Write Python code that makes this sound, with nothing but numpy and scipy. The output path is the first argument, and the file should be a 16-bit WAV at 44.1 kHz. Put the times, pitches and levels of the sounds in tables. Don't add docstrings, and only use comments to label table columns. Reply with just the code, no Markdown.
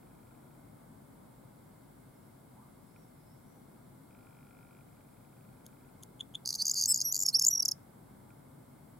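import sys
import numpy as np
from scipy import signal
from scipy.fft import rfft, irfft
from scipy.io import wavfile
from scipy.ndimage import uniform_filter1d

SR = 44100
rng = np.random.default_rng(int(sys.argv[2]) if len(sys.argv) > 2 else 0)


def store_wav(level_fs):
    pcm = np.round(np.clip(np.atleast_2d(level_fs), -1, 1) * 32767)
    wavfile.write(sys.argv[1], SR, pcm.T.astype(np.int16))


N = 396459
T = np.arange(N) / SR
HZ = np.fft.rfftfreq(N, 1 / SR)
SIDES = np.array([[.5], [-.5]])


def amp(db):
    return 10 ** (np.asarray(db) / 20)


def unit(x):
    return x / np.sqrt(np.mean(x ** 2))


def read(points):
    hz, value = np.transpose(points)
    return np.interp(np.log(HZ + 1), np.log(hz + 1), value)


def noise(shape):
    return unit(irfft(rfft(rng.standard_normal(N)) * shape, N))


def waver(top_hz):
    return noise(np.exp(-(HZ / top_hz) ** 2))


def air(spectrum, db):
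    # frequency in Hz, left-right correlation.
    likeness = [(60, 0.92), (130, 0.99), (290, 0.46), (640, -0.19), (1410, 0.32), (3100, 0.32),
                (6820, 0.13), (15000, 0.17)]
    # frequency in Hz, left over right in dB.
    balance = [(60, 6.5), (110, 2.5), (200, 2), (380, 2.5), (700, 1), (1290, 0.5), (2380, -0.5),
               (4400, 0.0), (8120, 1.0), (15000, 0.0)]
    same = np.clip(read(likeness), -.3, .999)
    mid, side = rfft(rng.standard_normal((2, N))) * amp(read(spectrum))
    side *= np.sqrt((1 - same) / (1 + same))
    pair = irfft((mid + 2 * SIDES * side) * amp(SIDES * read(balance)), N)
    return amp(db) * pair / np.std(pair.mean(0))


def rumble():
    # frequency in Hz, relative density in dB.
    spectrum = [(20, -37), (35, -14.5), (50, -7.5), (70, -14), (100, -3.5), (135, 1), (180, -4.5),
                (255, -4), (330, -11), (450, -15.5), (950, -17.5), (1150, -21.5), (1500, -23.5),
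                (1900, -33), (2600, -71)]
    # time in seconds, relative level in dB.
    swell = [(0, -56), (1.2, -56), (1.8, -57), (3.3, -57.5), (3.7, -56.5), (5.2, -57.5), (5.8, -56.5),
             (7, -57), (8.2, -56), (8.99, -57)]
    return air(spectrum, db=-57.5) * unit(amp(np.interp(T, *np.transpose(swell))))


def hiss():
    # frequency in Hz, relative density in dB.
    spectrum = [(1700, -29), (1900, -3.5), (2130, 8), (2350, -2.5), (2800, -6), (3300, -2.5), (5000, -5),
                (6300, -8.5), (7200, -3.5), (7830, 0), (8600, -1), (10100, 1), (12000, -1), (15800, -1.5)]
    return air(spectrum, db=-70)


def lens_motor(uneven_db=2, balance_db=1, jitter_s=.00012, attack_s=.0014):
    # start and end in seconds, speed name, level in dB.
    runs = [(0.029, .56, "slow", -70), (2.961, 2.97, "fast", -60.5), (4.108, 4.815, "fast", -63.5),
            (4.888, 5.9, "slow", -69), (8.304, 8.31, "fast", -61.5)]
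    steps_per_s = {"slow": 25, "fast": 50}
    # frequency in Hz, level in dB, t60 in seconds.
    modes = [(1401, -4.5, 0.07), (2380, 8, 0.01), (3180, -9, 0.013), (5140, -7, 0.01)]
    steps, chance = np.zeros(N), rng.uniform(-1, 1, N)
    for start, end, speed, db in runs:
        times = np.arange(start, end, 1 / steps_per_s[speed])
        at = np.round((times + jitter_s * rng.standard_normal(len(times))) * SR).astype(int)
        offbeat_db = -2.5 * (np.arange(len(at)) % 2) * (speed == "fast")
        steps[at] = amp(db + uneven_db * chance[at] + offbeat_db)
    t = np.arange(SR // 10) / SR
    ring = sum(amp(db - 60 * t / t60) * np.sin(2 * np.pi * hz * t) for hz, db, t60 in modes)
    ring *= 2 * (1 - np.exp(-(t / attack_s) ** 2))
    return signal.oaconvolve(steps, ring)[:N] * amp(SIDES * balance_db)


def note(mid_s, width_s, hz, glide_hz, db, overtone_db, squareness=2.2, arch=.012, reach=.62):
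    at = np.arange(round((mid_s - 1.5 * width_s) * SR), round((mid_s + 1.5 * width_s) * SR))
    u = (at / SR - mid_s) / width_s
    pitch_hz = hz * (1 - arch * u ** 2) + glide_hz * reach * np.tanh(u / reach)
    return at, amp(db) * .5 ** (abs(2 * u) ** squareness), pitch_hz, overtone_db


def voice(gestures, jitter, jitter_hz, shimmer_db, settle_s=.0047):
    level, overtone, weight, weighted_hz = np.zeros((4, N))
    shake, tremor = waver(jitter_hz), waver(jitter_hz / 2)
    for at, push, hz, overtone_db in gestures:
        unsteady = 1 / (1 + len(at) / SR / settle_s)
        push = push * amp(shimmer_db * unsteady * tremor[at])
        level[at] += push
        overtone[at] += push * amp(overtone_db)
        weight[at] += push ** 2
        weighted_hz[at] += push ** 2 * hz * (1 + unsteady * jitter * shake[at])
    turns = np.cumsum(weighted_hz / (weight + 1e-30)) / SR
    return level * np.exp(2j * np.pi * turns), level, overtone


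def scatter(x, t60_s, delay_s):
    t = np.arange(SR // 2) / SR
    taps = rng.choice([-1., 1.], (2, len(t))) * (rng.random((2, len(t))) < .15)
    taps *= amp(-60 * t / t60_s) * (t > delay_s)
    return signal.oaconvolve(x[None], taps / np.linalg.norm(taps[0]), axes=1)[:, :N]


def far_birds(direct_db=-10, wet_db=-6, overtone_db=-29):
    # middle and width in seconds, pitch in Hz, glide in Hz per width, source level in dB.
    warble_notes = [(2.15, .04, 5300, -100, -80), (2.228, .02, 5250, 700, -74), (2.31, .05, 5420, 25, -83),
                    (2.88, .11, 5220, -46, -75.5), (3.005, .09, 5600, 0, -74),
                    (3.19, .055, 5150, 26, -74.5), (3.3, .08, 5320, 300, -72), (3.51, .11, 5850, 400, -76),
                    (3.7, .14, 5230, 20, -82)]
    call_note = (2.592, .085, 980, 520, -55)
    notes = [note(*row, overtone_db) for row in warble_notes]
    warble = voice(notes, jitter=.04, jitter_hz=300, shimmer_db=10, settle_s=.212)
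    call = voice([note(*call_note, overtone_db)], jitter=.05, jitter_hz=200, shimmer_db=5, settle_s=.2)
    tone, level, overtone = (a + b for a, b in zip(warble, call))
    song = (tone + overtone * (tone / (level + 1e-12)) ** 2).real
    return amp(direct_db) * song + amp(wet_db) * scatter(song, t60_s=.4, delay_s=.004)


def tick(s, db, body_hz=3400, snap_hz=4900, ring_hz=6500):
    return [("low", note(s - .008, .004, body_hz, 800, db - 14, overtone_db=7)),
            ("low", note(s - .0015, .0021, body_hz, 500, db - 3, overtone_db=6.2)),
            ("low", note(s, .00064, snap_hz, 1200, db + 2, overtone_db=7.9)),
            ("high", note(s + .001, .0027, ring_hz, 500, db - 3, overtone_db=-7))]


def chip(s, db, hz=3440, stutter_hz=3300, gap_s=.0068, step_db=9):
    stutter = [("low", note(s - k * gap_s, .0017, stutter_hz, 30, db - k * step_db, -11))
               for k in (1, 2)]
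    return stutter + [("low", note(s, .0056, hz, 260, db, -16.5, squareness=3.6))]


def chink_run(first_s, count, gap_s, stretch, width_s, lead_s, low_hz, high_hz, glide_hz,
              upbeat_db, low_db, high_db, growth_db, overtone_db,
              upbeat_s=.0062, upbeat_hz=4800, catch_s=.0018, detune=.016, uneven_db=2):
    order, gestures = np.arange(round(count)), []
    times = first_s + np.cumsum(np.r_[0, gap_s * stretch ** order[:-1]])
    ramp_db = growth_db * (order - order.mean()) / max(order[-1], 1)
    for s, db, chance in zip(times, ramp_db, rng.standard_normal((len(order), 3))):
        low_ratio, high_ratio = 1 + detune * chance[:2]
        shift_db = uneven_db * chance[2]
        upbeat = note(s - lead_s - upbeat_s, .0026, upbeat_hz * low_ratio, 380,
                      upbeat_db + db + shift_db, overtone_db)
        low = note(s - lead_s, .8 * width_s, low_hz * low_ratio, glide_hz,
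                   low_db + db - shift_db, overtone_db)
        catch = note(s - catch_s, .0015, .93 * low_hz, glide_hz, low_db + db - 5, overtone_db)
        high = note(s, width_s, high_hz * high_ratio, glide_hz, high_db + db, overtone_db, squareness=3)
        gestures += [("low", upbeat), ("low", low), ("low", catch), ("high", high)]
    return gestures


def flutter(clash, level, rate_hz=235, wander=.2, clash_db=-8, voice_db=-30, linger_s=.007):
    # frequency in Hz, relative gain in dB.
    throat = [(3400, -28.5), (4100, -21), (4700, 3.5), (5600, 6), (6600, 7.5), (7600, -9),
              (9000, -10), (11300, -9.5), (13200, -12), (15500, -15)]
    puffs = np.sin(np.pi * np.cumsum(rate_hz * (1 + wander * waver(63.5))) / SR) ** 2
    breath = irfft(rfft(puffs * rng.standard_normal(N)) * amp(read(throat)), N)
    jolt = clash - uniform_filter1d(clash, size=400)
    pole = np.exp(-1 / (linger_s * SR))
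    lingering = np.sqrt(signal.lfilter([1 - pole], [1, -pole], jolt ** 2 + 1e-20))
    return unit(breath) * (amp(clash_db) * lingering + amp(voice_db) * level)


def trill(start_s, end_s, rate_hz, hz, swing_hz, first_db, last_db, depth, overtone_db, ease=2.9):
    at = np.arange(round(start_s * SR), round(end_s * SR))
    beats = rate_hz * (at / SR - start_s)
    slip, sharp, accent_db = (np.interp(beats, np.arange(40), r) for r in rng.standard_normal((3, 40)))
    cycle = 2 * np.pi * (beats + .09 * slip)
    pitch_hz = hz * (1 + .014 * sharp) - swing_hz * np.sin(cycle)
    swell = amp(last_db + (first_db - last_db) * np.linspace(1, 0, len(at)) ** ease + accent_db)
    pulsing = 1 - np.clip(depth, 0, 1) * (1 + np.cos(cycle)) / 2
    return at, swell * pulsing * signal.windows.tukey(len(at), .08), pitch_hz, overtone_db


def slur(points):
    times, *controls = np.transpose(points)
    at = np.arange(round(times[0] * SR), round(times[-1] * SR))
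    hz, db, overtone_db = (np.interp(at / SR, times, control) for control in controls)
    return [("low", (at, amp(db) * signal.windows.tukey(len(at), .1), hz, overtone_db))]


def whistle(start_s, end_s, hz, db, overtone_db, crack_db,
            skew=2.5, fullness=.65, rise_hz=110, sag_hz=520):
    at = np.arange(round(start_s * SR), round(end_s * SR))
    u = np.linspace(0, 1, len(at))
    push = amp(db) * abs(np.sin(np.pi * u ** skew)) ** fullness
    if crack_db is None:
        return [("low", (at, push, hz + rise_hz * (u - .5), overtone_db))]
    return [("low", (at, push, hz - sag_hz * u ** 6, overtone_db)),
            ("low", note(end_s + .0006, .0028, hz=5000, glide_hz=-350, db=crack_db - 6, overtone_db=-9)),
            ("high", note(end_s + .0014, .0026, hz=6650, glide_hz=180, db=crack_db, overtone_db=-12))]


def sweep(start_s, length_s, top_hz, db, end_hz=4750, curve=1.46, break_db=-7):
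    at = np.arange(round(start_s * SR), round((start_s + length_s) * SR))
    remaining = np.linspace(1, 0, len(at))
    dip_db = break_db * np.exp(-((remaining - .66) / .08) ** 2)
    push = amp(db - 2 * remaining ** 2 + dip_db) * signal.windows.tukey(len(at), .55)
    pitch_hz = end_hz + (top_hz - end_hz) * remaining ** curve
    overtone_db = -17 + 9 * remaining
    return [("low", (at, push, pitch_hz, overtone_db))]


def phrase(side):
    # time in seconds, level in dB.
    ticks = [(5.6657, -52), (6.0356, -45.5)]
    chips = [(6.2096, -29.5), (6.355, -28.5)]
    # start in seconds, count, first gap in seconds, ratio of successive gaps, width and
    # low side's lead in seconds, low pitch, high pitch and glide in Hz, then upbeat, low level,
    # high level, growth over the run and overtone in dB.
    chink_runs = [(6.46, 4, .0163, .95, .003, -0.00012, 4780, 6290, 400, -36.5, -26, -29.5, 2.5, -13),
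                  (6.528, 3, .0137, .84, .0024, -0.0018, 4780, 6420, 900, -52, -29, -32, 2, -10),
                  (6.5585, 1, 0, 1, .0032, 0, 4820, 6450, 250, -34, -38, -27.5, 0, -9),
                  (6.622, 1, 0, 1, .0055, -0.0015, 4700, 6220, 280, -28.5, -23, -27.5, 0, -12),
                  (6.6564, 5, .0125, 1.11, .004, 0.0019, 5050, 6530, 524, -31.5, -28.5, -21, 3.5, -16),
                  (6.7435, 1, 0, 1, .003, -0.001, 4970, 6490, 300, -29, -34, -27.5, 0, -11),
                  (6.8137, 4, .0113, 1.32, 0.0039, .002, 4910, 6490, 480, -26.5, -26.5, -20, 1.5, -15),
                  (6.9459, 3, .0156, 1, 0.0053, 0.0021, 5150, 6790, 449, -33.5, -33, -24, -6, -13.5),
                  (7.0052, 2, .011, 1, .0046, -0.0052, 5190, 6630, 251, -32, -26, -23.5, 5, -17),
                  (7.126, 1, 0, 1, .0037, 0, 5200, 6830, 550, -45, -34, -22, 0, -8),
                  (7.1463, 3, .0097, 1, 0.0026, 0.00066, 4880, 6700, 380, -35, -28, -23, 0, -9),
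                  (7.1785, 1, 0, 1, .0023, 0, 5580, 6870, 100, -50, -45, -30.5, 0, -8.5),
                  (7.1929, 5, .011, .97, .004, -0.0022, 5680, 6960, 450, -46, -35, -25, 2.5, -8),
                  (7.4692, 2, .0166, 1, .0072, 0.0044, 5400, 6970, 700, -56, -50, -16, 0, -15)]
    # side, start and end in seconds, pulse rate, pitch and swing in Hz,
    # first and last level in dB, depth 0-1, overtone in dB.
    trills = [("low", 6.578, 6.62, 295, 4580, 110, -46.5, -23.5, 0.81, -22),
              ("high", 6.571, 6.614, 295, 6300, 150, -50, -42, .9, -6),
              ("low", 6.7524, 6.803, 240, 4730, 120, -29, -25, 1, -13.5),
              ("high", 6.7558, 6.804, 190, 6570, 220, -35, -26, .9, -17),
              ("high", 6.872, 6.928, 480, 7930, 379, -38.5, -24, .43, -9),
              ("low", 6.979, 7.0, 210, 4950, 150, -39, -31.5, .9, -11),
              ("low", 7.286, 7.304, 300, 5100, -220, -17.5, -29.5, 0.62, -14)]
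    # time in seconds, pitch in Hz, level and overtone in dB.
    slurs = [
        [(6.877, 5340, -41, -3), (6.89, 5300, -29.5, -3), (6.92, 5225, -26, -11), (6.932, 5110, -35, -20)],
        [(7.035, 5750, -51, -6), (7.054, 5790, -28, -5), (7.095, 5600, -32.5, -4), (7.11, 5810, -40, -6),
         (7.124, 6250, -30, -7.5)],
        [(7.326, 4280, -48, -6), (7.3415, 4370, -31, -6.5), (7.346, 4840, -18, -24), (7.352, 5300, -15, -21),
         (7.364, 5500, -19, -25.5), (7.372, 5750, -28, -10), (7.38, 5560, -39, -10)],
    ]
    whistles = [(7.247, 7.264, 5550, -25, -12, -19), (7.273, 7.29, 5560, -23, -16, -28.5),
                (7.381, 7.3955, 5470, -25, -14, -17.5), (7.407, 7.4235, 5500, -20.5, -17.5, -20),
                (7.43, 7.449, 5430, -21, -14, -17.5), (7.496, 7.521, 5800, -25.5, -10, None),
                (7.518, 7.543, 5720, -22.5, -18.5, None), (7.542, 7.562, 5640, -22, -22, None),
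                (7.567, 7.5845, 5660, -23, -21, None), (7.59, 7.608, 5580, -19, -19, None)]
    # start and length in seconds, top pitch in Hz, level in dB.
    sweeps = [(7.622, .012, 6700, -22), (7.6502, .012, 7940, -21), (7.6798, .0135, 7450, -21),
              (7.711, .0125, 7350, -24)]
    kinds = [(tick, ticks), (chip, chips), (chink_run, chink_runs), (whistle, whistles), (sweep, sweeps)]
    syllables = [sing(*row) for sing, table in kinds for row in table]
    syllables += [slur(points) for points in slurs]
    notes = [gesture for syllable in syllables for who, gesture in syllable if who == side]
    return notes + [trill(*row) for who, *row in trills if who == side]


def bunting(second_db=-2, third_db=-6, beat_db=-33, rasp_db=-21, sizzle_db=-17,
            quaver_db=1.9, quaver_hz=560, gape_s=6.41, grass_db=-20, field_db=-39):
    # frequency in Hz, gain in dB.
    beak = [(2500, -2), (3400, -2), (4400, -2.5), (6800, -1), (8000, 5), (9000, -2), (10500, 2.5),
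            (12000, 3.5), (13300, 0.5), (14500, -5.5), (16000, -13.5)]
    # frequency in Hz, gain in dB.
    gape = [(3000, -4), (3650, -9), (4150, 0)]
    # frequency in Hz, left over right in dB.
    balance = [(3400, 0.7), (4500, -2.5), (5500, -2.5), (6500, 2), (7700, 3.9), (10000, 2), (14000, -1.8)]
    # frequency in Hz, left's phase lead in radians.
    phase_lead = [(3400, -0.28), (4500, 0.27), (6500, 0.202), (7700, .1), (10000, -0.31), (14000, -0.4)]
    low_tone, low_level, low_overtone = voice(phrase("low"), .046, jitter_hz=1460, shimmer_db=-.5)
    high_tone, high_level, high_overtone = voice(phrase("high"), .074, jitter_hz=1500, shimmer_db=2)
    tone, level = low_tone + high_tone, low_level + high_level
    shape = tone / (level + 1e-12)
    harmonics = amp(second_db) * shape ** 2 + amp(third_db) * shape ** 3
    song = (tone + (low_overtone + high_overtone) * harmonics).real
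    song *= amp(quaver_db * np.tanh(waver(quaver_hz)))
    clash = np.sqrt(low_level * high_level)
    beat = (high_tone * np.conj(low_tone)).real / (clash + 1e-12)
    beat = irfft(rfft(beat) * (HZ > 2400), N)
    rasp = clash * noise(HZ > 3900)
    sizzle = high_overtone * noise(HZ > 8800)
    song += amp(beat_db) * beat + amp(rasp_db) * rasp + amp(sizzle_db) * sizzle
    opening = song * (T < gape_s)
    jangle = (song + flutter(clash, level)) * (T >= gape_s)
    song = irfft((rfft(opening) + rfft(jangle) * amp(read(gape))) * amp(read(beak)), N)
    pan = amp(SIDES * read(balance)) * np.exp(1j * SIDES * read(phase_lead))
    direct = irfft(rfft(song) * pan, N)
    grass = amp(grass_db) * scatter(song, t60_s=.07, delay_s=.0052)
    field = amp(field_db) * scatter(song, t60_s=.3, delay_s=.025)
    return direct + grass + field


def scene():
    return bunting() + far_birds() + rumble() + hiss() + lens_motor()


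def record(dry, edge_hz=15950):
    taps = signal.firwin(511, edge_hz, window=("kaiser", 9), fs=SR)
    return signal.oaconvolve(dry, taps[None], "same")


dry = scene()
out = record(dry)
store_wav(out)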